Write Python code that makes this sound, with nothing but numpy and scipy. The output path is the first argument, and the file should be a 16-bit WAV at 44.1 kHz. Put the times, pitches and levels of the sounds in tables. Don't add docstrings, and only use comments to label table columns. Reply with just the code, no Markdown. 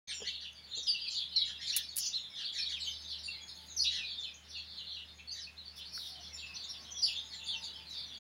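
import sys
import numpy as np
from scipy import signal
from scipy.fft import rfft, irfft
from scipy.io import wavfile
from scipy.ndimage import uniform_filter1d

SR = 44100
rng = np.random.default_rng(int(sys.argv[2]) if len(sys.argv) > 2 else 0)


def unload_audio(sound):
    columns = np.transpose(np.atleast_2d(sound))
    steps = np.round(np.clip(columns, -1, 1) * 32767)
    wavfile.write(sys.argv[1], SR, steps.astype(np.int16))


N = 363825
TIME = np.arange(N) / SR

# harmonic number, level in dB.
CHIRP_VOICE = [(1, 1), (2, -30.5), (3, -39.5)]
CHIRP_SHAPE = (1.15, .83, 0.1016)
BUZZ_SHAPE = (1.04, 0.92, 0.109)
WHISTLE_SHAPE = (1.08, 0.94, 0.018)
PEEP_SHAPE = (1.02, 0.97, 0.02)
CHEEP_SHAPE = (0.8, 0.79, 0.036)


def undb(db):
    return 10 ** (np.asarray(db) / 20)


def unit(x):
    return x / np.sqrt(np.mean(x ** 2) + 1e-20)


def add(track, s, sound):
    i = int(np.clip(s * SR, 0, N - 1))
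    track[i:i + len(sound)] += sound[:N - i]


def curve(rows):
    return np.interp(TIME, *np.transpose(rows))


def cut(x, hz, keep, order=2):
    return signal.sosfilt(signal.butter(order, hz, keep, fs=SR, output="sos"), x)


def resonance(x, hz, width_hz):
    peak = signal.iirpeak(hz, hz / width_hz, fs=SR)
    return signal.lfilter(*peak, signal.lfilter(*peak, x))


def walk(rate_hz):
    hold = int(SR / rate_hz)
    steps = np.repeat(rng.standard_normal(N // hold + 1), hold)[:N]
    return unit(uniform_filter1d(steps, hold))


def air():
    # frequency in Hz, relative level in dB.
    spectrum = [(25, -13.5), (50, -14.5), (100, -1), (200, 0), (320, -7), (850, -7), (1200, -8.5),
                (2000, -6), (4000, -8.5), (8000, -21.5), (10000, -30), (15500, -28)]
    # time in seconds, level in dB.
    levels = [(0, -66), (3.2, -63), (5.4, -64.5), (6.5, -61.5)]
    hz, db = np.transpose(spectrum)
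    bins_hz = np.maximum(np.arange(N // 2 + 1) * SR / N, 1)
    colour = undb(np.interp(np.log(bins_hz), np.log(hz), db))
    bed = unit(irfft(rfft(rng.standard_normal(N)) * colour, N))
    return bed * undb(curve(levels) + .5 * walk(9.3))


def motor(waver, wobble_db):
    # frequency in Hz, relative level in dB.
    partials = [(75.2, 0), (177.6, -12)]
    # time in seconds, level in dB.
    levels = [(0, -68), (1.1, -68.5), (1.45, -64.5), (2.3, -71.5), (2.95, -63), (3.6, -64.5), (4.3, -66.5),
              (6.3, -64.5), (8.2, -68.5)]
    clock = np.cumsum(1 + waver * walk(2.3)) / SR
    hum = sum(undb(db) * np.sin(2 * np.pi * hz * clock) for hz, db in partials)
    return np.sqrt(2) * undb(curve(levels) + wobble_db * walk(6.6)) * hum


def far_hoots(blur):
    # start in seconds, length in seconds, pitch in Hz, level in dB.
    hoots = [(2.701, 1.23, 879, -77.5), (6.072, 0.19, 717, -66), (6.303, 0.99, 1093, -74.5),
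             (6.354, 0.92, 713, -75.5), (6.998, 1.15, 884, -74.5), (7.475, 0.21, 885, -64.5)]
    out = np.zeros(N)
    for s, length, hz, db in hoots:
        n = int(length * SR)
        band = resonance(rng.standard_normal(2 * SR), hz, width_hz=blur / length)[-n:]
        add(out, s, undb(db) * signal.windows.tukey(n, .5) * unit(band))
    return out


def treble_hiss(grain_db):
    # start in seconds, length in seconds, level in dB.
    patches = [(2.0, 0.11, -67), (3.52, 0.2, -73.5), (5.758, .05, -63.5), (5.907, 0.23, -63),
               (6.99, 0.17, -70)]
    out = np.zeros(N)
    hiss = cut(rng.standard_normal(N), 6000, "high")
    grains = unit(hiss * undb(grain_db * walk(290)))
    for s, length, db in patches:
        n = int(length * SR)
        add(out, s, undb(db) * signal.windows.tukey(n, .5) * np.roll(grains, -int(s * SR))[:n])
    return out


def pen_echoes(x, t60, treble_t60, build_s):
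    t = TIME[:SR]
    low = cut(rng.standard_normal(SR), 6000, "low") * 1000. ** (-t / t60)
    high = cut(rng.standard_normal(SR), 6000, "high") * 1000. ** (-t / treble_t60)
    tail = (low + high) * (1 - np.exp(-t / build_s))
    return signal.fftconvolve(x, tail / np.sqrt(np.sum(tail ** 2)))[:N]


def burst(t60):
    t = TIME[:SR // 2]
    return np.sqrt(3) * rng.uniform(-1.8, 1, len(t)) * 1000. ** (-t / t60)


def bumps():
    # start in seconds, relative level in dB, 60 dB decay time in seconds.
    blows = [(0.204, -59, 0.056), (0.219, -50, 0.087), (0.774, -61, 0.17)]
    # frequency in Hz, width in Hz, gain in dB.
    modes = [(336, 480, -4), (426, 153, -3)]
    force = np.zeros(N)
    for s, db, t60 in blows:
        add(force, s, 10 * undb(db) * burst(t60))
    return sum(undb(db) * resonance(force, hz, width_hz) for hz, width_hz, db in modes)


def clacks():
    # start in seconds, relative level in dB, 60 dB decay time in seconds,
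    # centre in Hz, width in Hz.
    contacts = [(.5315, -65, 0.008, 3500, 12000), (1.764, -34, 0.068, 11700, 17000),
                (1.771, -32, 0.0079, 6650, 10000), (1.96, -49, 0.03, 11000, 14900),
                (1.967, -36.5, 0.02, 10400, 12900), (1.975, -41, 0.072, 10600, 14000),
                (1.984, -38.5, 0.063, 9500, 14100), (5.976, -35.5, 0.023, 1600, 600)]
    out = np.zeros(N)
    for s, db, t60, hz, width_hz in contacts:
        add(out, s, 1.9 * undb(db) * resonance(burst(t60), hz, width_hz))
    return cut(out, 1300, "high", order=4)


def tremor(hz, width_hz, warble_hz, warble):
    buzz = unit(resonance(rng.standard_normal(N), hz, width_hz))
    slow = unit(resonance(rng.standard_normal(N), warble_hz, warble_hz))
    return unit(np.tanh(buzz + warble * slow))


def perch(sound, longest_s=.007, strength=0.34):
    bare = np.pad(sound, (0, SR // 40))
    coloured = bare.copy()
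    for lag, size in rng.random((3, 2)):
        coloured += strength * (.5 + size) * np.roll(bare, int(lag * longest_s * SR))
    return coloured * np.sqrt(np.sum(bare ** 2) / np.sum(coloured ** 2))


def note(length, middle_hz, shape, shake, voice, throb, overtones_db=0):
    start, end, flutter = shape
    progress = np.linspace(0, 1, int(length * SR))
    wobble = flutter * shake[:len(progress)]
    glide = np.polyfit([0, .5, 1], middle_hz * np.array([start, 1, end]), 2)
    hz = np.polyval(glide, progress) * (1 + wobble)
    phase = 2 * np.pi * np.cumsum(hz) / SR
    gapes_db = overtones_db + rng.uniform(-2, 2, len(voice))
    tone = sum(undb(db + gape * (db < 0)) * np.sin(k * phase) * (k * hz < SR / 2)
               for (k, db), gape in zip(voice, gapes_db))
    swell = np.sin(np.pi * progress) * unit(np.exp(throb * wobble))
    return perch(np.sqrt(2) * tone * swell)


def far_flock(count, centre_hz, spread, high_share, high_hz, low_share, low_hz, scatter_db):
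    # time in seconds, relative level in dB.
    levels = [(0, -40.5), (.55, -59), (1.1, -47.5), (1.9, -51), (2.6, -50), (3.45, -49.5), (3.8, -58),
              (4.42, -62.5), (4.7, -60.5), (5.15, -58.5), (5.52, -71), (5.8, -52.5), (6.1, -53),
              (6.7, -52.5), (7.3, -50.5), (8.2, -52.5)]
    out = np.zeros(N)
    shake = tremor(hz=145.2, width_hz=100.6, warble_hz=45.1, warble=1.0)
    for i, (when, kind, length, offset) in enumerate(rng.random((count, 4))):
        pitch, size = rng.uniform(-1, 1, 2)
        hz, db, shape = centre_hz, 0, rng.choice([BUZZ_SHAPE, CHIRP_SHAPE, WHISTLE_SHAPE, CHEEP_SHAPE])
        if kind < high_share:
            hz, db, shape = high_hz, -8, PEEP_SHAPE
        elif kind > 1 - low_share:
            hz, db, shape = low_hz, -11, WHISTLE_SHAPE
        sound = note(.02 + .04 * length, hz * np.exp(spread * pitch), shape,
                     np.roll(shake, -int(offset * N)), CHIRP_VOICE, throb=0.32, overtones_db=2.5)
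        add(out, (i + when) / count * N / SR, sound * undb(db + scatter_db * size))
    return unit(out) * undb(curve(levels))


def calls(notes, shape, voice, shake, throb, gain_db, dryness):
    direct, sent = np.zeros((2, N))
    for s, length, hz, db, *overtones_db in notes:
        own_shake = np.roll(shake, -int(s * SR))
        sound = undb(db + gain_db) * note(length, hz, shape, own_shake, voice, throb, *overtones_db)
        direct_share = np.clip(dryness + .025 * (db + 40), .15, .85)
        add(direct, s, np.sqrt(direct_share) * sound)
        add(sent, s, np.sqrt(1 - direct_share) * sound)
    return np.array([direct, sent])


def scolding(rasp):
    # start in seconds, length in seconds, pitch in Hz, relative dB.
    churrs = [(.074, 0.072, 1830, -51), (.406, 0.048, 1787, -59), (1.46, 0.068, 1790, -51.5),
              (1.655, 0.085, 2115, -47.5), (1.73, 0.094, 1926, -48), (2.35, 0.11, 1748, -52.5),
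              (2.522, 0.1, 1988, -49.5), (2.68, 0.073, 1975, -50), (3.89, .13, 1930, -49),
              (5.33, 0.095, 1976, -57.5), (7.31, 0.059, 1930, -56.5)]
    squawks = [(.232, .075, 2030, -49.5), (1.585, .08, 2174, -56)]
    # harmonic number, level in dB.
    churr_voice = [(1, -9), (2, 5.5), (3, -4.5), (4, -19.5), (5, -25.5)]
    squawk_voice = [(1, -2.5), (2, -3), (3, -4), (4, -25)]
    sagging, rising = (1.1, 0.81, 0.094), (.78, 1.12, 0.064)
    return (calls(churrs, sagging, churr_voice, rasp, throb=0.2, gain_db=3.5, dryness=1.0)
            + calls(squawks, rising, squawk_voice, rasp, throb=0.18, gain_db=3.0, dryness=0.99))


def cheeping(quiver):
    # start in seconds, length in seconds, pitch in Hz, relative dB.
    cheeps = [(.745, 0.058, 6970, -51.5), (1.074, 0.025, 4740, -40.5), (1.308, 0.052, 4500, -51),
              (1.445, 0.042, 6940, -57), (1.725, 0.05, 2900, -45), (2.125, 0.064, 4106, -39),
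              (2.435, 0.045, 4460, -43.5), (2.592, 0.069, 4410, -43), (2.657, 0.029, 3850, -40.5),
              (2.721, 0.04, 3445, -43.5), (2.96, 0.043, 4530, -61), (4.328, 0.042, 6450, -59),
              (5.183, 0.032, 2555, -57), (5.298, 0.05, 4790, -45), (5.555, 0.074, 4030, -55),
              (6.535, 0.037, 5790, -50.5), (6.632, 0.024, 6780, -57)]
    tweets = [(.695, 0.09, 3904, -45.5), (.762, 0.031, 3600, -41), (.825, 0.019, 5750, -44),
              (1.152, 0.039, 4004, -40), (2.442, 0.076, 3450, -44), (2.792, 0.062, 4050, -44.5),
              (2.852, 0.054, 3160, -41), (3.785, 0.063, 4630, -32), (3.84, 0.053, 2726, -42),
              (3.836, 0.057, 3600, -35), (4.017, 0.054, 3920, -46), (4.83, 0.13, 3800, -53),
              (6.03, 0.03, 3440, -53), (7.146, 0.057, 3410, -41)]
    upturned = (1.1, 1.3, 0.05)
    return (calls(cheeps, CHEEP_SHAPE, CHIRP_VOICE, quiver, throb=.34, gain_db=4.0, dryness=0.93)
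            + calls(tweets, upturned, CHIRP_VOICE, quiver, throb=1.0, gain_db=1.5, dryness=0.5))


def whistling(quiver):
    # start in seconds, length in seconds, pitch in Hz,
    # relative level in dB, overtone lift in dB.
    whistles = [(.112, 0.041, 2586, -53, 2), (.866, 0.057, 4796, -29, -5.5), (.935, 0.03, 2850, -40.5, 0),
                (1.001, 0.054, 4720, -42, -15), (1.045, 0.044, 2590, -50, 7),
                (1.355, 0.04, 4120, -28.5, -21), (1.361, 0.012, 5250, -36.5, -11),
                (1.412, 0.023, 3853, -29.5, -15), (2.574, 0.039, 5350, -40, -7),
                (2.58, 0.031, 2468, -44.5, -2), (2.83, .09, 6350, -51, 4), (3.68, 0.072, 6500, -52, -6),
                (3.763, 0.022, 5790, -35.5, 3), (3.856, 0.0393, 3940, -36, -13),
                (3.98, 0.086, 2525, -47, 12), (4.168, 0.061, 3510, -44, -7), (4.255, 0.054, 2510, -53, 17),
                (4.548, 0.032, 2725, -48.5, -10), (4.963, 0.014, 2790, -48, -10),
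                (5.64, 0.047, 4520, -50.5, -9), (6.415, 0.043, 2640, -48.5, -10),
                (6.905, 0.027, 6100, -47, -10), (7.021, 0.04, 4726, -28.5, -8.5)]
    peeps = [(.078, 0.06, 4337, -47, 16.5), (.11, 0.11, 5630, -46, -22), (1.605, 0.053, 5380, -47, -2),
             (1.663, 0.063, 4430, -40.5, 2), (1.72, 0.024, 5680, -36.5, -4),
             (2.795, 0.034, 7630, -49.5, -10), (3.228, 0.054, 4634, -43, 8),
             (3.277, 0.026, 2700, -40.5, -1), (3.37, 0.086, 3383, -54.5, -5),
             (5.272, 0.029, 4380, -42.5, -5), (5.312, 0.048, 6150, -48.5, 2), (5.468, 0.021, 2590, -46, -7),
             (6.325, 0.039, 5500, -44, 0), (6.338, 0.031, 7130, -48.5, 0), (6.485, 0.062, 2580, -48.5, -1),
             (6.615, 0.063, 3710, -46, -1), (6.68, 0.052, 5460, -43, -1), (6.935, 0.044, 3420, -45.5, -6),
             (6.95, 0.099, 5690, -41, -20), (7.045, 0.023, 5120, -34, 4), (7.463, 0.028, 4520, -52, 20.5),
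             (7.478, 0.05, 3450, -39, -9), (7.565, 0.029, 5430, -53, -5)]
    swoops = [(2.752, 0.043, 2610, -49.5, -2), (5.39, 0.075, 4930, -49, -3), (7.505, 0.075, 3070, -43, 0)]
    # harmonic number, level in dB.
    voice = [(1, 0), (2, -23.5)]
    plunging = (1.3, .83, 0.036)
    return (calls(whistles, WHISTLE_SHAPE, voice, quiver, throb=0.31, gain_db=2.5, dryness=0.67)
            + calls(peeps, PEEP_SHAPE, voice, quiver, throb=0.71, gain_db=-0.5, dryness=0.78)
            + calls(swoops, plunging, voice, quiver, throb=0.34, gain_db=3, dryness=1.0))


def chirping(quiver):
    # start in seconds, length in seconds, pitch in Hz, relative level in dB.
    chirps = [(.262, 0.051, 3650, -39), (.335, 0.045, 3650, -46), (.44, 0.033, 3250, -46),
              (.858, 0.041, 3490, -39.5), (1.092, 0.14, 4100, -42.5), (1.17, 0.066, 3250, -50),
              (1.36, 0.098, 3834, -40), (1.975, 0.054, 5940, -40.5), (2.013, 0.061, 5180, -40),
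              (2.049, 0.04, 5890, -37.5), (3.066, 0.094, 3950, -44.5), (3.27, 0.11, 3970, -56),
              (3.885, .13, 3514, -45.5), (4.22, 0.049, 3616, -43), (4.755, 0.078, 3610, -48),
              (4.93, 0.091, 3400, -50), (6.36, 0.062, 3950, -50.5), (6.56, 0.024, 4400, -45),
              (7.056, 0.066, 3120, -41)]
    # as for the chirps, then overtone lift in dB.
    buzzes = [(1.09, .07, 6220, -48, -4), (3.772, 0.059, 5180, -37, 0), (4.05, .11, 3970, -43.5, -6),
              (4.185, 0.039, 6240, -57, 4), (4.48, 0.042, 5120, -51.5, 9), (4.51, .12, 3996, -46.5, -3),
              (4.635, 0.12, 4100, -52, -5), (4.82, 0.15, 3870, -48.5, -15), (5.755, 0.039, 5060, -51.5, 10),
              (5.915, 0.081, 4890, -43.5, 7), (6.01, 0.15, 5010, -52.5, 8), (6.19, .093, 4970, -52, 4),
              (7.014, .065, 4880, -36.5, -10), (7.45, 0.084, 3990, -41, 3), (7.605, 0.079, 4190, -44, 8),
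              (7.885, 0.043, 6160, -56.5, 14), (7.915, 0.12, 4085, -44, -1)]
    return (calls(chirps, CHIRP_SHAPE, CHIRP_VOICE, quiver, throb=0.6, gain_db=2.0, dryness=0.65)
            + calls(buzzes, BUZZ_SHAPE, CHIRP_VOICE, quiver, throb=0.17, gain_db=0.5, dryness=0.62))


def scene():
    quiver = tremor(hz=118.0, width_hz=90.5, warble_hz=45.1, warble=1.04)
    rasp = tremor(hz=240.5, width_hz=66.0, warble_hz=53.1, warble=0.69)
    direct, sent = chirping(quiver) + whistling(quiver) + cheeping(quiver) + scolding(rasp)
    direct = cut(direct, 8000, "low")
    far = far_flock(count=340, centre_hz=3807, spread=0.21, high_share=0.36, high_hz=5834,
                    low_share=0.14, low_hz=2570, scatter_db=2.5)
    knocks = clacks() + bumps()
    echoes = pen_echoes(sent + 0.92 * far + undb(-25) * knocks, t60=0.27, treble_t60=0.18, build_s=0.0013)
    bed = air() + treble_hiss(grain_db=1.5) + far_hoots(blur=16) + motor(waver=0.00548, wobble_db=2.0)
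    mono = direct + 0.26 * far + knocks + echoes + bed
    return np.array([mono, mono])


def record(dry):
    # frequency in Hz, gain in dB.
    response = [(7000, 1), (8200, -2.5), (9100, 4), (9900, 10), (11300, 6), (13600, -1), (15300, 6.5)]
    open_s, close_s, top_hz = .073, 8.19, 15700
    bins_hz = np.arange(N // 2 + 1) * SR / N
    coloured = irfft(rfft(dry) * undb(np.interp(bins_hz, *np.transpose(response))), N)
    gate = np.interp(TIME, [open_s, open_s + .005, close_s - .01, close_s], [0, 1, 1, 0])
    return signal.sosfilt(signal.ellip(8, .2, 70, top_hz, fs=SR, output="sos"), coloured * gate)


dry = scene()
out = record(dry)
unload_audio(out)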